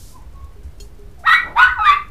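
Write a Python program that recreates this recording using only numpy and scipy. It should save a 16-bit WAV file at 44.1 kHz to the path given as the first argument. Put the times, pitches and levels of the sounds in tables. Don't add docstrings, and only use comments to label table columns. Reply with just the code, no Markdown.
import sys
import numpy as np
from scipy import signal
from scipy.fft import rfft, irfft
from scipy.io import wavfile
from scipy.ndimage import uniform_filter1d, minimum_filter1d

SR = 44100
rng = np.random.default_rng(int(sys.argv[2]) if len(sys.argv) > 2 else 0)


def rack_gain(trim_db):
    fader = np.asarray(trim_db, float)
    return 10 ** (fader / 20)


def to_wav(sig):
    pcm = np.clip(np.atleast_2d(sig), -1, 1) * 32767
    pcm = np.round(pcm).astype(np.int16)
    wavfile.write(sys.argv[1], SR, pcm.T)


N = 92786


def rms_one(x):
    return x / np.sqrt(np.mean(x ** 2) + 1e-20)


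def wobble(rate_hz, size):
    r = np.exp(-2 * np.pi * rate_hz / SR)
    settle = 4000
    noise = rng.standard_normal(size + settle)
    return rms_one(signal.lfilter([1], [1, -2 * r, r * r], noise)[settle:])


def at_hz(spectrum, hz):
    known, db = np.transpose(spectrum)
    return rack_gain(np.interp(np.log(hz), np.log(known), db, -90, -90))


def coloured(spectrum):
    hz = np.maximum(np.fft.rfftfreq(N, 1 / SR), 1)
    return rms_one(irfft(rfft(rng.standard_normal(N)) * at_hz(spectrum, hz), N))


def decaying(strikes, t60_s):
    return signal.lfilter([1], [1, -rack_gain(-60 / (t60_s * SR))], strikes)


# [(t/s, pitch f/Hz, effort level/dB), ...], source tilt [dB per octave],
# airflow noise level/dB, pitch jitter [share of the pitch]
CALLS = [ ([(.125, 988, -58), (.165, 1037, -40), (.195, 830, -51), (.24, 1000, -57)], -32, -23, 0.018),
         ([(.33, 1102, -62), (.37, 1098, -45), (.47, 1100, -49.5), (.51, 1000, -81)], -15, -38, 0.0016),
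         ([(1.175, 705, -51.5), (1.235, 683, -42.5)], -58, -37, 0.057), ([(1.232, 1888, -84),
         (1.26, 1878, -19.5), (1.29, 1853, -11.5), (1.32, 1960, -9), (1.348, 1942, -8),
         (1.367, 1945, -16.5), (1.41, 1883, -46.5)], 0, -22, 0.017), ([(1.33, 2107, -23),
         (1.355, 2209, -14), (1.435, 2370, -40)], -40, -25, 0.023), ([(1.235, 634.7, -38),
         (1.26, 899.7, -23.5), (1.273, 1304, -7), (1.315, 1279, -17), (1.335, 1437, -4), (1.352, 1404, -25),
         (1.43, 1535, -40)], 0, -14.5, 0.032), ([(1.44, 750, -49), (1.48, 919, -32), (1.54, 903, -45)],
         -39.5, -16.5, 0.15), ([(1.543, 743.6, -54), (1.568, 900, -11), (1.625, 1047, -11.5),
         (1.67, 1080, -66)], -31, -14, 0.039), ([(1.57, 983, -29), (1.582, 1163, -11), (1.598, 1257, -10.5),
         (1.675, 1287, -21), (1.72, 1250, -65)], 0, -29, 0.023), ([(1.588, 1386, -16), (1.612, 1446, -9.5),
         (1.63, 1484, -3), (1.685, 1509, -14.5), (1.745, 1536, -38)], -1, -22.5, 0.0075),
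         ([(1.655, 1550, -30), (1.69, 1925, -23), (1.74, 1808, -36)], -30, -35, 0.041),
         ([(1.745, 1215, -33.5), (1.798, 831.6, -21), (1.83, 871, -29.5)], -25, -51, 0.0094),
         ([(1.787, 1325, -16.5), (1.84, 1253, -15.5), (1.852, 1237, -10.5), (1.9, 1159, -5),
         (1.96, 1137, -32.5), (2.02, 1100, -70.5)], 0.41, -38, 0.007), ([(1.82, 1295, -35),
         (1.853, 1635, -15), (1.87, 1935, -16.5), (1.95, 2100, -25), (1.99, 2077, -49)], 0, -20, 0.0055),
         ([(1.885, 2250, -22.5), (1.935, 2640, -22), (1.975, 2570, -52)], -9, -3.5, 0.034), ]
# f/Hz, level/dB
THROAT = [(600, -21), (1100, 7), (2050, 1.5), (3100, -17), (3550, -9), (4000, -14), (4250, -22),
          (6000, -35.5), (15500, -32.5)]
JITTER_HZ, SHIMMER_DB, SHIMMER_HZ = 150, 1.6, 83
FADE_S = .002
HOARSE_RAD, HOARSE_HZ = .22, 250
SOFT_DULLS = .5


def puppies():
    out, air = np.zeros(N), coloured(THROAT)
    k = np.arange(1, 7)[:, None]
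    for rows, tilt_db, air_db, jitter in CALLS:
        s, hz, db = np.transpose(rows)
        i = np.arange(int(s[0] * SR), int(s[-1] * SR))
        t = i / SR
        glide = np.interp(t, s, hz)
        phase = 2 * np.pi * np.cumsum(glide * (1 + jitter * wobble(JITTER_HZ, N)[i])) / SR
        effort_db = np.interp(t, s, db)
        dull_db = SOFT_DULLS * (effort_db - max(db))
        shares = rack_gain((tilt_db + dull_db) * np.log2(k)) * at_hz(THROAT, k * glide)
        unrest = HOARSE_RAD * (k - 1) * np.array([wobble(HOARSE_HZ, len(i)) for _ in k])
        tone = np.sum(shares * np.sin(k * phase + unrest), axis=0)
        tone = tone / np.sqrt(np.sum(shares ** 2, axis=0))
        effort = rack_gain(effort_db + SHIMMER_DB * wobble(SHIMMER_HZ, N)[i])
        fade = np.clip(np.minimum(t - s[0], s[-1] - t) / FADE_S, 0, 1)
        out[i] += fade * effort * (tone + rack_gain(air_db + dull_db / 2) * air[i])
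    return out


SUM_TONES_DB, SUM_TONES_FROM_HZ = 5, 2600


def sum_tones(voices):
    hz = np.maximum(np.fft.rfftfreq(N, 1 / SR), 1)
    high_part = 1 / (1 + (SUM_TONES_FROM_HZ / hz) ** 10)
    return rack_gain(SUM_TONES_DB) * irfft(rfft(voices ** 2) * at_hz(THROAT, hz) * high_part, N)


ROOM_T60_S, ROOM_TREBLE_T60_S, ROOM_DB, ROOM_GAP_S = .36, .3, -4, .004


def room(x):
    t = np.arange(SR // 2) / SR
    noise = rng.standard_normal(len(t))
    low = signal.sosfilt(signal.butter(2, 3000, fs=SR, output="sos"), noise)
    tail = low * rack_gain(-60 * t / ROOM_T60_S) + (noise - low) * rack_gain(-60 * t / ROOM_TREBLE_T60_S)
    tail = tail * (t > ROOM_GAP_S)
    tail = tail / np.sqrt(np.sum(rack_gain(-120 * t / ROOM_T60_S)))
    return rack_gain(ROOM_DB) * signal.fftconvolve(x, tail)[:N]


# t/s, dull ring level/dB, bright edge level/dB
KNOCKS = [(.56, -64, -77), (.80, -60.5, -40.5), (.99, -58.5, -82), (1.595, -61, -88.5), (1.91, -61.5, -81)]
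# f/Hz, relative level/dB, decay time t60/s
BOWL_MODES = [(408, 19, 0.48), (1697, -14, 0.16), (2760, -7, 0.058), (3210, -1.5, 0.071), (4330, -4.5, 0.1),
              (5155, -6.5, 0.057), (5600, -10, .1), (6750, -8, 0.12)]
BRIGHT_FROM_HZ = 1000
RATTLES_PER_S, RATTLE_S = 600, .016


def bowl():
    s, ring_db, edge_db = np.transpose(KNOCKS)
    i, out = (s * SR).astype(int), np.zeros(N)
    spread_db = rng.normal(0, 1, (len(s), len(BOWL_MODES)))
    for (hz, db, t60), own_db in zip(BOWL_MODES, spread_db.T):
        bright = hz > BRIGHT_FROM_HZ
        clicks = np.full(N, 1e-18)
        clicks[i] = rack_gain((edge_db if bright else ring_db) + db + own_db)
        if bright:
            size = int(RATTLE_S * SR)
            hits = rng.random(size) < RATTLES_PER_S / SR
            chatter = rng.standard_normal(size) * hits * np.linspace(1, 0, size)
            clicks = np.convolve(clicks, chatter)[:N] + clicks / 2
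        r, w = rack_gain(-60 / (t60 * SR)), 2 * np.pi * hz / SR
        out += signal.lfilter([0, np.sin(w)], [1, -2 * r * np.cos(w), r * r], clicks)
    return out


# t/s, level/dB
THUDS = [(0.244, -30), (0.408, -28), (.635, -26), (0.798, -30.5), (1.672, -27.5), (1.77, -33.5)]
THUD_HZ, THUD_S = 61.8, 0.064


def thuds():
    t, out = np.arange(N) / SR, np.zeros(N)
    for (s, db), (bend, turn) in zip(THUDS, rng.normal(0, 1, (len(THUDS), 2))):
        swell = np.sin(np.pi * np.clip((t - s) / THUD_S, 0, 1))
        out += rack_gain(db) * swell * np.sin(2 * np.pi * THUD_HZ * (1 + .08 * bend) * t + turn)
    return out


SHUFFLE_S, SHUFFLE_LENGTH_S, SHUFFLE_DB, SHUFFLE_HZ = 1.401, 0.18, -40.5, (148, 750)


def shuffle():
    band = signal.butter(2, SHUFFLE_HZ, "band", fs=SR, output="sos")
    rub = rms_one(signal.sosfilt(band, rng.standard_normal(N)))
    swell = np.sin(np.pi * np.clip((np.arange(N) / SR - SHUFFLE_S) / SHUFFLE_LENGTH_S, 0, 1))
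    return rack_gain(SHUFFLE_DB) * swell * rub


# t/s, level/dB
SCUFFS = [(.632, -59), (.80, -46), (1.192, -55)]
# f/Hz, relative level/dB per Hz
HISS_COLOUR = [(1760, -52), (3000, -15.5), (5560, -6.5), (11400, -10), (15500, -19)]
SCUFF_T60_S = 0.29


def scuffs():
    s, db = np.transpose(SCUFFS)
    strikes = np.full(N, 1e-18)
    strikes[(s * SR).astype(int)] = rack_gain(db)
    return coloured(HISS_COLOUR) * decaying(strikes, SCUFF_T60_S)


RUSTLES_PER_S, RUSTLE_DB, RUSTLE_T60_S = 54, -68.5, 0.035


def bedding():
    happens = rng.random(N) < RUSTLES_PER_S / SR
    sizes = rack_gain(2.9 * np.minimum(rng.exponential(1, N), 4)) * happens
    return rack_gain(RUSTLE_DB) * coloured(HISS_COLOUR) * decaying(sizes + 1e-18, RUSTLE_T60_S)


# t/s, level/dB
HISS = [(0, -47), (.12, -49.5), (.24, -72)]


def hiss():
    s, db = np.transpose(HISS)
    return rack_gain(np.interp(np.arange(N) / SR, s, db, right=-120)) * coloured(HISS_COLOUR)


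# f/Hz, relative level/dB per Hz
RUMBLE_COLOUR = [(27, -2), (60, -3.5), (85, -6.5), (140, -27.5)]
RUMBLE_DB = -40.5


def rumble():
    return rack_gain(RUMBLE_DB) * coloured(RUMBLE_COLOUR)


# f/Hz, relative level/dB per Hz
ROOM_TONE = [(65, -25), (110, -3.5), (422, -15.5), (639, -20), (6760, -38.5), (15500, -41.5)]
ROOM_TONE_DB = -49.5


def room_tone():
    return rack_gain(ROOM_TONE_DB) * coloured(ROOM_TONE)


CHEST_CUT_HZ = 520


def scene():
    voices = puppies()
    chest = signal.butter(4, CHEST_CUT_HZ, "high", fs=SR, output="sos")
    voices = signal.sosfilt(chest, voices + sum_tones(voices))
    pen = bowl() + thuds() + shuffle() + scuffs() + bedding()
    background = hiss() + rumble() + room_tone()
    return (voices + room(voices) + pen + background)[None]


def low_pass(x):
    return signal.sosfilt(signal.butter(12, 15620, fs=SR, output="sos"), x)


LIMIT, LIMITER_S = 1.08, .006
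OVERLOAD, OFFSET = .99, .0104


def record(dry):
    span = int(LIMITER_S * SR)
    needed = np.minimum(1, LIMIT / (np.abs(dry) + 1e-9))
    gain = uniform_filter1d(minimum_filter1d(needed, span), span)
    mix = np.clip(gain * dry + OFFSET, -OVERLOAD, OVERLOAD)
    return low_pass(mix)


dry = scene()
out = record(dry)
to_wav(out)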